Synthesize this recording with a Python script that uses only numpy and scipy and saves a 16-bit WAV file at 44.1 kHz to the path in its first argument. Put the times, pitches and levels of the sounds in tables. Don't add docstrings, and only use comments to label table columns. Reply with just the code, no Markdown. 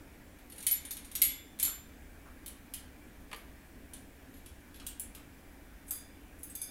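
import sys
import numpy as np
from scipy import signal
from scipy.fft import rfft, irfft
from scipy.io import wavfile
from scipy.ndimage import uniform_filter1d

SR = 44100
rng = np.random.default_rng(int(sys.argv[2]) if len(sys.argv) > 2 else 0)


def store_pcm(level_fs):
    pcm = np.round(np.clip(level_fs, -1, 1) * 32767).astype(np.int16)
    wavfile.write(sys.argv[1], SR, np.atleast_2d(pcm).T)


def gain_from_decibels(decibels):
    exponent = np.asarray(decibels, float) / 20
    return 10 ** exponent


N = 295470
LENGTH = 24000


def evened(x):
    return x / np.sqrt(np.mean(x ** 2) + 1e-20)


def read(points, hz):
    f, value = np.transpose(points)
    return np.interp(np.log(hz + 1), np.log(f + 1), value)


def add(mix, start_s, sound):
    part = mix[round(start_s * SR):][:len(sound)]
    part += sound[:len(part)]


def new_dice():
    return np.random.default_rng(rng.integers(2 ** 31))


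# pitch_hz, density_db_per_hz
AIR_SPECTRUM = [(12, -40), (20, -4), (59, 1.5), (119, -14), (275, -8.5), (308, -10), (334, -14), (455, -17),
                (672, -19), (1280, -25.5), (1640, -20), (2360, -25.5), (4350, -35), (14400, -33),
                (15700, -34.5)]
# pitch_hz, width_hz, rise_db
FAN_HUMPS = [(62, 18, 0.5), (278, 51, 4.5), (1647, 24, 2), (2324, 15, 11), (2490, 60, 3.5)]


def air():
    frames, hz = N // 512 + 5, np.fft.rfftfreq(2048, 1 / SR)
    real, imaginary, patches = rng.standard_normal((frames, 1025, 3)).T
    patches = uniform_filter1d(patches, 20, 0)
    patches_db = 1.06 * evened(uniform_filter1d(patches, 8, 1))
    humps_db = sum(db / (1 + (2 * (hz - f) / width) ** 2) for f, width, db in FAN_HUMPS)
    steady_db = read(AIR_SPECTRUM, hz) + humps_db
    spectrum = (real + 1j * imaginary) * gain_from_decibels(steady_db[:, None] + patches_db)
    hiss = signal.istft(spectrum, nperseg=2048, noverlap=1536)[1][:N]
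    return gain_from_decibels(-53) * evened(hiss)


def coloured(x, gain_db):
    cepstrum = irfft(np.maximum(gain_db, -100) * np.log(10) / 20)
    cepstrum[1:len(cepstrum) // 2] *= 2
    cepstrum[len(cepstrum) // 2 + 1:] = 0
    return irfft(rfft(x) * np.exp(rfft(cepstrum)), len(x))


# pitch_hz, t60_s
ROOM_DECAY = [(500, 0.44), (1500, 0.66), (3500, 0.43), (9000, 0.27), (15000, 0.17)]


def room(x, dice, wet_db):
    hz, t, noise = signal.stft(dice.standard_normal(LENGTH), SR, nperseg=256)
    decay_db = -60 * t / read(ROOM_DECAY, hz)[:, None]
    tail = signal.istft(noise * gain_from_decibels(decay_db), SR, nperseg=256)[1][:LENGTH]
    tail *= np.clip(np.arange(LENGTH) / SR / 0.0023, 0, 1) ** 2
    tail *= gain_from_decibels(wet_db) / np.linalg.norm(tail)
    tail[0] += 1
    tail[round(0.0048 * SR)] += gain_from_decibels(-6.0)
    return signal.fftconvolve(x, tail)[:LENGTH]


def crack(gain_db, dice, fade_s):
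    t = np.arange(LENGTH) / SR / fade_s
    burst = dice.standard_normal(LENGTH) * np.exp(-t) * np.clip(t / 0.34, 0, 1)
    chance_db = 10 * np.log10(uniform_filter1d(abs(rfft(burst)) ** 2, size=120) + 1e-9)
    burst = coloured(burst, gain_db - 0.3 * chance_db)
    return burst / np.sqrt(np.mean(burst[:round(1.5 * fade_s * SR)] ** 2))


# pitch_hz, density_db_per_hz
CRACK_SPECTRUM = [(410, -78), (700, -36), (3610, -13.5), (4680, -19.5), (8970, -7.5), (11500, -5),
                  (12900, -11.5), (15700, -14)]


def strike(peak_db, top_db, bright_hz, dull_db, contact_ms, room_db, dice, body, tone=np.zeros(1),
           softer=0, slower=0):
    over_db = peak_db + 30
    dull_db = dull_db - softer * over_db
    contact_ms = min(contact_ms * np.exp(slower * max(-over_db, 0)), 25)
    hz = np.fft.rfftfreq(LENGTH, 1 / SR)
    tilt_db = read([(5000, dull_db + 21), (7500, 0), (12500, 0), (14000, top_db + 14.5)], hz)
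    humps = [(bright_hz, 600, 7), *body]
    hump_db = sum(db * np.exp(-((hz - f) / width) ** 2) for f, width, db in humps)
    tick = crack(read(CRACK_SPECTRUM, hz) + tilt_db + hump_db, dice, contact_ms / 1000)
    return gain_from_decibels(peak_db - 10) * (room(tick, dice, room_db) + room(tone, dice, wet_db=-2.0))


# pitch_hz, width_hz, rise_db
BELL_CUP = [(1250, 140, 3), (2170, 175, 6.5), (4330, 220, 4.5), (6700, 185, 2.5), (9640, 180, 5.5),
            (11470, 200, 6)]
# start_s, peak_db, top_part_db, brightest_hz
PECKS = [(0.386, -54, -16, 11900), (0.4989, -44, -23.5, 11700), (0.5205, -41, -25.5, 9400),
         (0.56, -46, -20, 10700), (0.58, -37, -15, 9650), (0.604, -39, -21, 8900), (0.626, -34, -12, 9060),
         (0.6663, -14.5, -14, 9800), (0.8505, -33.5, -24, 9300), (0.908, -27, -16, 12000),
         (0.9682, -34, -16, 10400), (1.046, -41.5, -20, 8900), (1.1143, -38, -18, 9300),
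         (1.152, -23, -14, 12700), (1.5884, -35, -18.5, 11400), (1.5976, -22.5, -15, 9800)]


def pecks():
    out = np.zeros(N)
    for start_s, peak_db, top_db, bright_hz in PECKS:
        sound = strike(peak_db, top_db, bright_hz, dull_db=-17, contact_ms=4, room_db=2,
                       dice=new_dice(), body=BELL_CUP, softer=0.15, slower=0.02)
        add(out, start_s, sound)
    return out


def ring(modes, dice, spread_db, detune):
    hz, db, t60 = np.transpose(modes)[:, :, None]
    place, shift, phase = dice.standard_normal((3, len(modes), 1))
    t = np.arange(LENGTH) / SR
    level = gain_from_decibels(db + spread_db * place - 60 * t / t60)
    partials = level * np.sin(2 * np.pi * (hz * (1 + detune * shift) * t + phase))
    return partials.sum(0) * np.clip(t / 0.0035, 0, 1)


# pitch_hz, level_db, t60_s
WIRE_MODES = [(1482, -30, 0.5), (2340, -24, 0.67), (3520, -16.5, 0.78), (4882, -9.5, 0.54),
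              (6500, -1.5, 0.27), (8250, -5, 0.37), (10250, 4.5, 0.28), (12540, 6, 0.21),
              (14870, -0.5, 0.23)]


def mesh(dice, lean_db):
    modes = [(hz, db + lean_db(hz), t60) for hz, db, t60 in WIRE_MODES]
    return sum(ring(modes, dice, spread_db=2.5, detune=0.018) for wire in range(8)) / 3


# pitch_hz, level_db, t60_s
LYING_BELL = [(7170, -2.5, 0.16), (10300, -4, 0.18), (10300, -15, 0.28), (11400, 10, 0.14),
              (11840, 2, 0.24), (12600, -16, .2), (13640, -1, 0.16)]
# pitch_hz, level_db, t60_s
LIFTED_BELL = [(7246, -18.5, 0.47), (8600, -31, .25), (10280, -26, 0.34), (10400, -12, .17),
               (11920, -8, .15), (11460, 1.5, 0.29), (11420, -18, .12), (12500, -20, .13),
               (12720, -23.5, .2), (13540, -20, .25), (15100, -22, .15)]
# pitch_hz, level_db, t60_s
TURNED_BELL = [(7230, -5.5, 0.32), (9760, -21, 0.49), (11400, -6, 0.32), (11425, -2.5, 0.33),
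               (11710, -21.5, 0.089), (13540, -18, 0.37), (13640, -9, 0.35)]
# start_s, peak_db, top_part_db, wire_ring_db, bell_ring_db
BLOWS = [
    (0.7113, -17, -13, -18, -8),
    (1.2174, -8, -10, -14, -6.5),
    (1.6277, -14.5, -14, -17, -10),
    (1.6486, -19.5, -22, -19, -2),
    (3.3603, -41, -11, -35, -17),
    (4.3393, -51, -19, -33, -5),
    (4.3687, -51, -21, -35, -4),
    (4.759, -47, -24, -35, -4),
]


def blows():
    def rim_lean_db(hz):
        return -24 * abs(np.log2(hz / 3450))

    out = np.zeros(N)
    for start_s, peak_db, top_db, wire_db, bell_db in BLOWS:
        pose = LIFTED_BELL
        if start_s < 1.1:
            pose = LYING_BELL
        elif 1.5 < start_s < 2.0:
            pose = TURNED_BELL
        dice = new_dice()
        tone = gain_from_decibels(bell_db) * ring(pose, dice, spread_db=1.0, detune=0)
        tone = tone + gain_from_decibels(wire_db) * mesh(dice, rim_lean_db)
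        sound = strike(peak_db, top_db, bright_hz=11400, dull_db=-16, contact_ms=3, room_db=2.5,
                       dice=dice, body=BELL_CUP, tone=tone, softer=0.27, slower=0.01)
        add(out, start_s, sound)
    return out


# pitch_hz, density_db_per_hz
RUSTLE_SPECTRUM = [(400, -24), (650, -9), (1000, -8), (1300, -0.5), (1600, -6), (2200, -30)]
# start_s, level_db
SHIFTS = [
    (1.655, -56.5),
    (2.25, -62),
    (4.8, -64.5),
    (5.16, -67),
    (5.9, -63.5),
]


def rustles():
    out, hz = np.zeros(N), np.fft.rfftfreq(LENGTH, 1 / SR)
    for start_s, level_db in SHIFTS:
        add(out, start_s, gain_from_decibels(level_db) * crack(read(RUSTLE_SPECTRUM, hz), new_dice(), fade_s=0.05))
    return out


# pitch_hz, width_hz, rise_db
TIPPED_BELL = [(3000, 410, 3), (4420, 160, 3.5), (7600, 180, 3), (14200, 300, 6.5)]
# start_s, peak_db, top_part_db, brightest_hz, dull_part_db
NIBBLES = [
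    (2.4608, -32.5, -10.5, 11400, -19.5),
    (2.479, -35.5, -18, 10500, -21.5),
    (2.7371, -27.5, -13, 10500, -18),
    (3.9344, -35.5, -24, 9450, -19.5),
    (4.46, -41.5, -29, 10300, -15),
    (4.7428, -46, -27, 11400, -9.5),
    (4.798, -43, -27, 8500, -7),
    (4.8652, -27, -9.5, 8570, -20),
    (4.9963, -25.5, -10, 9630, -28.5),
    (5.149, -38.5, -17, 11800, -15.5),
]


def nibbles():
    out = np.zeros(N)
    for start_s, peak_db, top_db, bright_hz, dull_db in NIBBLES:
        sound = strike(peak_db, top_db, bright_hz, dull_db, contact_ms=3.8, room_db=2,
                       dice=new_dice(), body=TIPPED_BELL)
        add(out, start_s, sound)
    return out


# pitch_hz, density_db_per_hz
WOOD_SPECTRUM = [(240, -37), (400, -7.5), (823, -8), (1020, 1), (1450, -13), (1750, -5), (2010, -6),
                 (3080, -7.5), (5280, -24), (11400, -19), (15700, -33)]
# pitch_hz, level_db, t60_s
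PERCH_MODES = [(1194, -7, .04), (1760, -2, .05), (2290, -9, 0.058), (3100, -10, .04), (4600, -10.5, 0.048)]
# start_s, peak_db
KNOCKS = [
    (3.314, -39),
    (3.329, -31.5),
    (3.344, -38),
]


def perch():
    out, hz = np.zeros(N), np.fft.rfftfreq(LENGTH, 1 / SR)
    for start_s, peak_db in KNOCKS:
        dice = new_dice()
        knock = gain_from_decibels(-3.0) * crack(read(WOOD_SPECTRUM, hz), dice, fade_s=0.0042)
        knock = knock + ring(PERCH_MODES, dice, spread_db=3.5, detune=0.027)
        add(out, start_s, gain_from_decibels(peak_db - 6.0) * room(knock, dice, wet_db=-8.5))
    return out


# start_s, peak_db, top_part_db, brightest_hz, wire_tilt_db_per_octave
STEPS = [
    (5.8646, -54, -19.5, 10000, 0),
    (5.8785, -44, -14, 8250, 3),
    (5.9075, -22, -20, 12400, 2.5),
    (5.9544, -41, -11.5, 10200, -7),
    (6.3829, -55, -15, 11200, -2),
    (6.4313, -32, -9.5, 10500, 6),
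    (6.4951, -44, -17, 8260, 5),
    (6.5515, -28.5, -12, 11600, -4.5),
    (6.6159, -25.5, -26, 10300, -3.5),
]


def claws():
    out, body = np.zeros(N), [(hz, 0.013 * hz, 7) for hz, db, t60 in WIRE_MODES]
    for start_s, peak_db, top_db, bright_hz, tilt_db in STEPS:
        def lean_db(hz):
            return tilt_db * np.log2(hz / WIRE_MODES[-3][0])

        dice = new_dice()
        tone = gain_from_decibels(-14.5) * mesh(dice, lean_db)
        sound = strike(peak_db, top_db, bright_hz, dull_db=-27, contact_ms=3.5, room_db=0.5,
                       dice=dice, body=body, tone=tone, softer=0.1, slower=0.1)
        add(out, start_s, sound)
    return out


def scene():
    return (air() + pecks() + blows() + rustles() + nibbles() + perch() + claws())[None]


def band_limit(x):
    return signal.sosfilt(signal.butter(12, 17160, fs=SR, output="sos"), x)


def record(dry):
    low_pass = signal.firwin(511, 15850, window=("kaiser", 8), fs=SR)
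    kept = signal.oaconvolve(dry, low_pass[None], "same")
    return band_limit(kept + gain_from_decibels(-33) * (dry - kept))


dry = scene()
out = record(dry)
store_pcm(out)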